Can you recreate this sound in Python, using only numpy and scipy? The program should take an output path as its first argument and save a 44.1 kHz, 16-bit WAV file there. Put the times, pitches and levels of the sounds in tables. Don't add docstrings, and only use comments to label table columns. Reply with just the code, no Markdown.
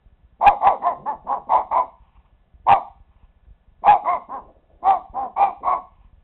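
import sys
import numpy as np
from scipy import signal
from scipy.fft import rfft, irfft
from scipy.io import wavfile
from scipy.ndimage import uniform_filter1d

SR = 44100
rng = np.random.default_rng(int(sys.argv[2]) if len(sys.argv) > 2 else 0)


def waveform_to_disk(signal):
    frames = np.transpose(np.atleast_2d(signal))
    scaled = np.clip(frames, -1, 1) * 32767
    samples = np.round(scaled).astype(np.int16)
    wavfile.write(sys.argv[1], SR, samples)


N = 274743

EASY_PITCH_HZ = 350
BRIGHT_DB, BRIGHT_DB_PER_OCTAVE = 0.2, 11
ONSET_HOARSE_DB, ONSET_HOARSE_DB_PER_OCTAVE = 9.5, 19
MOUTH_WIDTH_HZ, MOUTH_DB, UPPER_WIDTH_HZ = 190, 9, 300
MOUTH_GLIDE = .45
ATTACK_S, RELEASE_S, UNSTEADY_DB = .01, .008, 1.3
GROW_SHAPE, SINK_SHAPE = 2.1, 1.4
STOP_DB, STOP_FOLLOWS = -41.5, 0.36
MURMUR_DB = -49
EARLY_DB, TAIL_DB = -13, -12
BUZZ_DB, QUIET_DB = -53.5, -61
TOP, BOTTOM, FULL_SCALE = .45, .9, .71
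VOICE_STOP_HZ, CUTOFF_HZ = 4586.67, 15500


def from_db(db):
    return 10 ** (np.asarray(db) / 20)


def rms_one(x):
    return x / np.sqrt(np.mean(x ** 2) + 1e-20)


def at_hz(points, hz):
    f, value = np.transpose(points)
    return np.interp(np.log(np.maximum(hz, 1)), np.log(f), value)


def colour(x, gain_db):
    hz = np.arange(len(x) // 2 + 1) * SR / len(x)
    return irfft(rfft(x) * from_db(gain_db(hz)), len(x))


def wander(rate_hz, size):
    noise = rng.standard_normal(size)
    return rms_one(colour(noise, lambda hz: -20 * np.log10(1 + (hz / rate_hz) ** 2)))


def bump(hz, centre_hz, width_hz):
    return 1 / (1 + (2 * (hz - centre_hz) / width_hz) ** 2)


def gate(t, start, end, attack, release):
    opened = np.clip((t - start) / attack + 1, 0, 1) ** 2
    return opened * np.exp(-np.maximum(t - end, 0) / release)


def cats():
    # start in seconds, rise to the crest in seconds, fall from crest to stop in seconds,
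    # half-width of the pitch arch in seconds, crest pitch in Hz, level in dB, onset level in dB,
    # crest swell in dB, hoarseness (noise against tone) in dB, mouth resonance in Hz,
    # upper resonance in Hz, upper resonance height in dB, murmur lead in seconds.
    chirp_rows = [ (.414, 0.063, 0.069, 0.054, 410, -13, -22, 10.5, -9, 848, 2200, 11.5, .012),
                  (.615, 0.061, 0.079, .058, 403.2, -12.5, -26, 4.5, -5, 843, 2080, 13, 0.0055),
                  (.823, 0.052, 0.063, .056, 355.3, -19.5, -30.5, 4.5, -9.5, 895, 1913, 19, 0.029),
                  (1.063, 0.031, 0.049, 0.048, 293.9, -23.5, -27.5, 2.5, -18, 922, 1746, 16.5, 0.087),
                  (1.269, 0.058, 0.057, 0.057, 278.2, -20.5, -36, 0.5, -3, 953, 1770, 3, 0.019),
                  (1.495, 0.058, 0.066, .077, 329, -12.5, -25, 0.5, 6, 884, 2110, 15.5, .022),
                  (1.716, 0.065, 0.056, 0.078, 335.3, -15.5, -22.5, 0, -1.5, 938, 2175, 19, 0.0081),
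                  (2.671, 0.052, 0.062, 0.079, 402.8, -7, -20, 0.5, -4.5, 907, 2230, 11, 0.0083),
                  (3.837, 0.07, 0.069, 0.08, 418, -5.5, -30.5, -3, -7.5, 810, 2290, 16.5, .01),
                  (4.048, .065, 0.063, 0.069, 360, -15, -32.5, -4, -9.5, 1176, 2070, 23.5, 0.015),
                  (4.294, 0.052, 0.049, .058, 272.8, -28, -39.5, -1, -13, 1006, 1580, 14.5, .005),
                  (4.829, 0.069, 0.08, .110, 391.7, -10.5, -38, 0.5, -10, 844, 2140, 9, .005),
                  (5.140, 0.068, 0.066, .100, 268.3, -18, -41.5, -7.5, -11, 807, 1980, 0.5, 0.0058),
                  (5.368, 0.064, 0.076, 0.11, 404.7, -13, -25.5, 1.5, -6.5, 894, 2316, 18.5, .003),
                  (5.634, .076, 0.068, 0.074, 372.4, -14.5, -32.5, -3, -1, 1067, 2170, 18.5, 0.02)]
    out, size = np.zeros(N), 16384
    for row in chirp_rows:
        at = int(row[0] * SR) - size // 4 + np.arange(size)
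        out[at] += chirp(at / SR, row)
    return out


def chirp(t, row, sag=.36, jitter=.025, shimmer_db=3.5, puff=0.78, lead_attack=0.014, upper_glide=0.11,
          shut_db=9, muffled_db=10, smear=0.068, valley_db=7, swell_s=0.015):
    # frequency in Hz, relative gain in dB.
    throat_colour = [(120, -42.5), (280, -34), (400, -29.5), (510, -8.5), (700, 6.5), (1100, 5),
                     (1330, -21.5), (1560, -22.5), (2300, -30), (2600, -38), (3100, -37), (4000, -33.5)]
    (start, rise, fall, arch, pitch_hz, level_db, onset_db, swell_db, hoarse_db,
     mouth_hz, upper_hz, upper_db, lead) = row
    crest, stop = start + rise, start + rise + fall
    size = len(t)
    effort = np.log2(pitch_hz / EASY_PITCH_HZ)
    bright_db = BRIGHT_DB + BRIGHT_DB_PER_OCTAVE * effort
    rasp_db = ONSET_HOARSE_DB + ONSET_HOARSE_DB_PER_OCTAVE * effort

    def throat_db(hz, opening, closing):
        upper = upper_hz * (1 - upper_glide * opening)
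        low_hz = hz / (1 - MOUTH_GLIDE * closing)
        mouth_peak = MOUTH_DB * bump(low_hz, mouth_hz, MOUTH_WIDTH_HZ)
        upper_peak = (upper_db - muffled_db * opening) * bump(hz, upper, UPPER_WIDTH_HZ)
        dip = valley_db * bump(hz, (mouth_hz + upper) / 2, UPPER_WIDTH_HZ)
        treble_share = at_hz([(1200, 0.037), (1800, 0.93)], hz)
        treble = (bright_db - shut_db * (opening + closing)) * treble_share
        broad = np.maximum(at_hz(throat_colour, hz), at_hz(throat_colour, low_hz))
        return broad + mouth_peak + upper_peak - dip + treble

    rising = t < crest
    flank = ((t - crest) / arch) ** 2
    jaw = np.exp(-flank / 2)
    opening, closing = (1 - jaw) * rising, (1 - jaw) * ~rising
    hoarse = from_db(hoarse_db + rasp_db * np.tanh(2 * flank) * rising)
    clear = 1 / np.hypot(1, hoarse)
    noisy = hoarse * clear
    f0 = pitch_hz / (1 + sag * np.minimum(flank, 3))
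    f0 = f0 * (1 + jitter * noisy * wander(130, size))
    phase = 2 * np.pi * np.cumsum(f0) / SR

    k = np.arange(1, 15)[:, None]
    partials = from_db(throat_db(k * f0, opening, closing))
    uneven = phase + smear * wander(190, size)
    voiced = (partials * np.sin(k * uneven)).sum(axis=0)
    voiced = voiced / np.sqrt((partials ** 2).sum(axis=0) / 2)
    voiced = voiced * from_db(shimmer_db * noisy * wander(82, size))

    puffs = rng.standard_normal(size) * (1 + puff * np.cos(phase))

    def breath(*pose):
        return rms_one(colour(puffs, lambda hz: throat_db(hz, *pose)))

    early, wide, late = breath(0.51, 0.0076), breath(0.063, 0.0068), breath(0.1, 0.89)
    turbulence = opening * early + jaw * wide + closing * late
    voice = voiced * clear + turbulence * noisy
    voice = voice / np.sqrt(uniform_filter1d(voice ** 2, size=600) + 1e-6)

    swell = swell_db * np.exp(-((t - crest) / swell_s) ** 2)
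    tremble = UNSTEADY_DB * (1 - 0.48 * jaw) * wander(95, size)
    force = from_db(force_db(t, start, crest, stop, level_db, onset_db) + swell + tremble)
    opened = force * gate(t, start, stop, attack=ATTACK_S, release=RELEASE_S)

    dull_colour = [(90, -21.5), (200, -1.0), (700, -0.5), (1400, -38.0), (4000, -47)]
    dull = rms_one(colour(rng.standard_normal(size), lambda hz: at_hz(dull_colour, hz)))
    murmur = from_db(MURMUR_DB) * (np.sin(phase) + 1.2 * dull)
    murmur = murmur * gate(t, start - lead, stop, attack=lead_attack, release=0.035)
    return voice * opened + murmur


def force_db(t, start, crest, stop, level_db, onset_db):
    stop_db = STOP_DB + STOP_FOLLOWS * (level_db - STOP_DB)
    before = np.clip((crest - t) / (crest - start), 0, 1)
    after = np.clip((t - crest) / (stop - crest), 0, 1)
    growing = (onset_db - level_db) * before ** GROW_SHAPE
    sinking = (stop_db - level_db) * after ** SINK_SHAPE
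    return level_db + growing + sinking


def tap(decay=0.003):
    # time in seconds, nominal peak in dB.
    knocks = [(3.449, -51.5)]
    t = np.arange(N) / SR
    level = sum(from_db(db - 8) * gate(t, s, s, attack=0.00031, release=decay) for s, db in knocks)
    band = signal.butter(2, [400, 2200], "band", fs=SR, output="sos")
    return 3 * signal.sosfilt(band, level * rng.standard_normal(N))


def room(x, early_t60=0.15, first_echo=0.0055):
    # frequency in Hz, time to fall by 60 dB in seconds.
    decay_times = [(150, 0.2), (500, 0.18), (900, 0.33), (2300, 0.22), (4000, 0.62)]
    t = np.arange(SR) / SR
    arrived = t > first_echo
    early = rng.standard_normal(SR) * arrived * from_db(-60 * t / early_t60)
    white, tail = rng.standard_normal(SR), 0
    edges = np.geomspace(80, 5120, 7)
    for low, high in zip(edges, edges[1:]):
        band_pass = signal.butter(2, [low, high], "band", fs=SR, output="sos")
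        band = signal.sosfilt(band_pass, rng.permutation(white))
        decay = arrived * from_db(-60 * t / at_hz(decay_times, np.sqrt(low * high)))
        tail = tail + band * decay / np.linalg.norm(decay)
    response = from_db(EARLY_DB) * early / np.linalg.norm(early) + from_db(TAIL_DB) * tail
    return signal.fftconvolve(x, response)[:N]


def faint(events, spectrum, attack, release, flicker_db):
    t = np.arange(N) / SR
    level = sum(from_db(db) * gate(t, s, s + length, attack, release) for s, length, db in events)
    noise = rms_one(colour(rng.standard_normal(N), lambda hz: at_hz(spectrum, hz)))
    return noise * level * from_db(flicker_db * wander(25, N))


def shuffles():
    # start in seconds, length in seconds, level in dB before the flicker.
    shuffle_rows = [(4.42, .02, -49), (4.705, 0.12, -60.5)]
    # frequency in Hz, relative gain in dB.
    shuffle_tone = [(80, -26.5), (250, 0.5), (450, 1.5), (650, 6.5), (900, -11.5), (1400, -32), (4000, -39)]
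    return faint(shuffle_rows, shuffle_tone, attack=0.0201, release=0.1, flicker_db=2.5)


def outdoors():
    # start in seconds, length in seconds, level in dB before the flicker.
    call_rows = [(2.08, 0.18, -67.5), (3.16, 0.067, -70), (6.0, 0.045, -66)]
    # frequency in Hz, relative gain in dB.
    call_tone = [(500, -37.5), (800, -1.5), (1100, -2), (1500, -25), (2000, -20.5), (2500, -13),
                 (3200, -20), (4200, -47.5)]
    return faint(call_rows, call_tone, attack=0.18, release=.08, flicker_db=3.5)


def background():
    # frequency in Hz, relative density in dB per Hz.
    air_colour = [(20, 0.5), (50, 1.5), (110, -10.5), (175, -6.5), (300, -22), (700, -17.5), (1100, -24),
                  (1500, -30.5), (2700, -32), (3900, -34.5), (5000, -52.5)]
    # pitch in Hz, rms level in dB, wavers per second, waver depth from 0 to 1.
    whine_rows = [(1727, -85, 10, .1), (1465, -88.5, 10, 0.01)]
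    t = np.arange(N) / SR
    air = from_db(QUIET_DB) * rms_one(colour(rng.standard_normal(N), lambda hz: at_hz(air_colour, hz)))
    whines = 0
    for hz, db, per_s, depth in whine_rows:
        waver = 1 + depth * np.sin(2 * np.pi * per_s * t)
        whines = whines + np.sqrt(2) * from_db(db) * np.sin(2 * np.pi * hz * t) * waver
    return air + pulsing_buzz() + whines


def pulsing_buzz(per_s=21, spread=0.68, size_db=5.5, low_hz=24, high_hz=66):
    gaps = 1 + spread * rng.uniform(-1.1, 1, size=300)
    at = (np.cumsum(gaps) / per_s * SR).astype(int)
    sizes = from_db(size_db * rng.standard_normal(len(at)))
    inside = at < N
    kicks = np.bincount(at[inside], sizes[inside], N)
    band = signal.butter(2, [low_hz, high_hz], "band", fs=SR, output="sos")
    return from_db(BUZZ_DB) * rms_one(signal.sosfilt(band, -kicks))


def scene():
    near = cats() + tap()
    return (near + room(near) + background() + outdoors() + shuffles())[None]


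def rounded(x, limit, knee):
    return x / (1 + np.abs(x / limit) ** knee) ** (1 / knee)


def record(dry, knee=14.0, block_hz=12, hiss_db=-101):
    bent = rounded(dry, np.where(dry > 0, TOP, BOTTOM), knee)
    centred = signal.sosfilt(signal.butter(1, block_hz, "high", fs=SR, output="sos"), bent)
    held = rounded(centred, .992 * FULL_SCALE, 12)
    narrow = signal.sosfiltfilt(signal.cheby2(8, 36, VOICE_STOP_HZ, fs=SR, output="sos"), held)
    clipped = np.clip(narrow, -FULL_SCALE, FULL_SCALE)
    out = clipped + from_db(hiss_db) * rng.standard_normal(N)
    return signal.sosfilt(signal.cheby2(12, 70, CUTOFF_HZ, fs=SR, output="sos"), out)


dry = scene()
out = record(dry)
waveform_to_disk(out)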